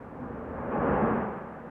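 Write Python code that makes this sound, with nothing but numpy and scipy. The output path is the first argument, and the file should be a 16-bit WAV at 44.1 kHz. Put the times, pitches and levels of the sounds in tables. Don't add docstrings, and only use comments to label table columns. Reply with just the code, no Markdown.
import sys
import numpy as np
from scipy import signal
from scipy.fft import rfft, irfft
from scipy.io import wavfile
from scipy.ndimage import uniform_filter1d, map_coordinates

SR = 44100
rng = np.random.default_rng(int(sys.argv[2]) if len(sys.argv) > 2 else 0)


def log_audio(samples):
    frames = np.atleast_2d(samples).T
    limited = np.clip(frames, -1, 1)
    pcm = np.round(limited * 32767).astype(np.int16)
    wavfile.write(sys.argv[1], SR, pcm)


N = 74970

# time_s, level_db
JET_THRUST = [(0, -47), (0.08, -47), (0.3, -41), (0.45, -40.5), (0.6, -37.5), (0.70, -35), (0.742, -30),
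              (0.8, -30.5), (0.88, -28), (0.93, -27.5), (1.02, -27.5), (1.1, -29), (1.22, -32), (1.35, -38),
              (1.5, -43.5), (1.6, -44), (1.65, -46.5), (1.7, -45.5)]
# frequency_hz, relative_db
JET_SPECTRUM = [(150, -42), (290, -5), (350, -3), (570, -3), (690, -8.5), (1000, -9), (1400, -14),
                (1700, -16), (1920, -22.5), (2350, -28.5), (2850, -37), (3300, -46.5), (3900, -63.5),
                (6000, -100)]
# centre_hz, width_hz, lift_db
JET_RESONANCES = [(457, 43, 3.5), (521, 51, 3), (800, 180, 5.5), (1186, 300, 4), (1646, 110, 2)]
# time_s, relative_db
BOOM_ENVELOPE = [(0, -51.5), (0.1, -49.5), (0.22, -45.5), (0.32, -42.5), (0.42, -45), (0.55, -43),
                 (0.72, -39), (0.75, -35.5), (0.82, -35.5), (0.91, -29.5), (0.998, -38), (1.109, -33.5),
                 (1.199, -35.5), (1.28, -39), (1.339, -44), (1.55, -48.5), (1.7, -47.5)]
# frequency_hz, relative_db
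BOOM_SPECTRUM = [(90, -47.5), (135, -9.5), (160, -3), (184, -2), (200, -2.5), (262, 0.5), (296, -7.5),
                 (400, -34.5), (1000, -96)]
# time_s, pitch_hz
BOOM_GLIDE = [(0, 229.1), (0.65, 217.7), (0.9, 222), (1.12, 215), (1.27, 180.6), (1.45, 192.9),
              (1.7, 203.5)]
# peak_s, half_power_length_s, pitch_hz, level_db
VENT_HOOTS = [(0.224, 0.03, 245, -39.5), (0.758, 0.018, 829, -31.5), (0.861, 0.05, 469.8, -32),
              (0.958, 0.052, 490.8, -29.5), (1.038, 0.025, 218.9, -25), (1.077, 0.029, 460.3, -29.5),
              (1.118, .06, 232, -29), (1.647, 0.025, 495, -42.5)]
# time_s, relative_db
RUMBLE_ENVELOPE = [(0, -51.5), (0.16, -52), (0.23, -45.5), (0.31, -44.5), (0.42, -47), (0.58, -42.5),
                   (0.72, -47.5), (0.8, -40.5), (0.97, -36.5), (1.04, -42), (1.2, -43.5), (1.35, -54.5),
                   (1.53, -55.5), (1.7, -58)]
# frequency_hz, relative_db
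RUMBLE_SPECTRUM = [(24, -26.5), (40, -5.5), (52, -2), (62, -1), (71, 2.5), (82, 0.5), (103, -4), (116, 0),
                   (160, -7.5), (600, -99.5)]
# frequency_hz, relative_db
AIR_SPECTRUM = [(100, -3), (1500, 0), (2200, -10), (3000, -21), (3700, -30.5), (6000, -60.5)]
# frequency_hz, relative_db
HISS_SPECTRUM = [(100, -3), (3500, 0), (5000, -1.5), (8000, -3.5), (12500, -8), (14000, -4)]


def gas_jet():
    frame, hop = 2048, 256
    treble_lag_s, pivot_hz = 0.077, 700
    hz, t, spectra = signal.stft(noise(JET_SPECTRUM), SR, nperseg=frame, noverlap=frame - hop)
    resonance_db = sum(db / (1 + (2 * (hz - centre) / width) ** 2)
                       for centre, width, db in JET_RESONANCES)
    thrust_db = curve(JET_THRUST, t)
    tilt = 0.096 * (thrust_db - thrust_db.mean()) + 1.4 * (t - t.mean())
    tilt += 0.08 * (curve(JET_THRUST, t - treble_lag_s) - thrust_db)
    octaves = np.log2(np.maximum(hz / pivot_hz, 1))
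    gain = amp(resonance_db + tilt[:, None] * octaves + eddies(spectra.T.shape, frame, hop))
    roar = signal.istft(spectra * gain.T, nperseg=frame, noverlap=frame - hop)[1][:N]
    return impose_envelope(roar, JET_THRUST, window_samples=2000)


def eddies(shape, frame, hop, depth_db=0.86, life_s=0.04, width_hz=200):
    patches = uniform_filter1d(rng.standard_normal(shape), round(life_s * SR / hop), axis=0)
    patches = uniform_filter1d(patches, round(width_hz * frame / SR), axis=1)
    return depth_db * unit_rms(patches)


def boom(nominal_hz=220, gain_db=1.7):
    position = np.cumsum(curve(BOOM_GLIDE, np.arange(N) / SR) / nominal_hz)
    gliding = map_coordinates(noise(BOOM_SPECTRUM), [position], order=3, mode="wrap")
    return amp(gain_db) * impose_envelope(gliding, BOOM_ENVELOPE, window_samples=2000)


def vent_hoots(waver_rms_hz=33.55):
    t, hoots = np.arange(N) / SR, np.zeros(N)
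    for peak_s, length_s, pitch_hz, level_db in VENT_HOOTS:
        waver = unit_rms(uniform_filter1d(rng.standard_normal(N), round(SR / pitch_hz)))
        phase = 2 * np.pi * np.cumsum(pitch_hz + waver_rms_hz * waver) / SR
        swell = 0.5 ** (2 * ((t - peak_s) / length_s) ** 2)
        hoots += amp(level_db) * swell * unit_rms(np.sin(phase))
    return hoots


def plume_rumble(gain_db=-0.5):
    return amp(gain_db) * impose_envelope(noise(RUMBLE_SPECTRUM), RUMBLE_ENVELOPE, window_samples=3600)


def background(air_db=-56, hiss_db=-79.5):
    return amp(air_db) * noise(AIR_SPECTRUM) + amp(hiss_db) * noise(HISS_SPECTRUM)


def noise(spectrum):
    hz, db = np.transpose(spectrum)
    bins_hz = np.fft.rfftfreq(N, 1 / SR)
    gain = amp(np.interp(np.log(bins_hz + 1), np.log(hz + 1), db))
    return unit_rms(irfft(rfft(rng.standard_normal(N)) * gain, N))


def impose_envelope(x, levels, window_samples):
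    power = uniform_filter1d(uniform_filter1d(x ** 2, window_samples), window_samples)
    return x / np.sqrt(power + 1e-12) * amp(curve(levels, np.arange(N) / SR))


def curve(points, t):
    return np.interp(t, *np.transpose(points))


def amp(db):
    return 10 ** (np.asarray(db) / 20)


def unit_rms(x):
    return x / np.sqrt(np.mean(x ** 2) + 1e-20)


def scene():
    return (gas_jet() + boom() + vent_hoots() + plume_rumble() + background())[None]


def record(dry, low_cut_hz=24, high_cut_hz=13900, fade_s=0.004):
    highpass = signal.butter(6, low_cut_hz, "highpass", fs=SR, output="sos")
    lowpass = signal.firwin(511, high_cut_hz, window=("kaiser", 9), fs=SR)
    fades = signal.windows.tukey(N, 2 * fade_s * SR / N)
    return signal.oaconvolve(signal.sosfilt(highpass, dry) * fades, lowpass[None], "same")


dry = scene()
out = record(dry)
log_audio(out)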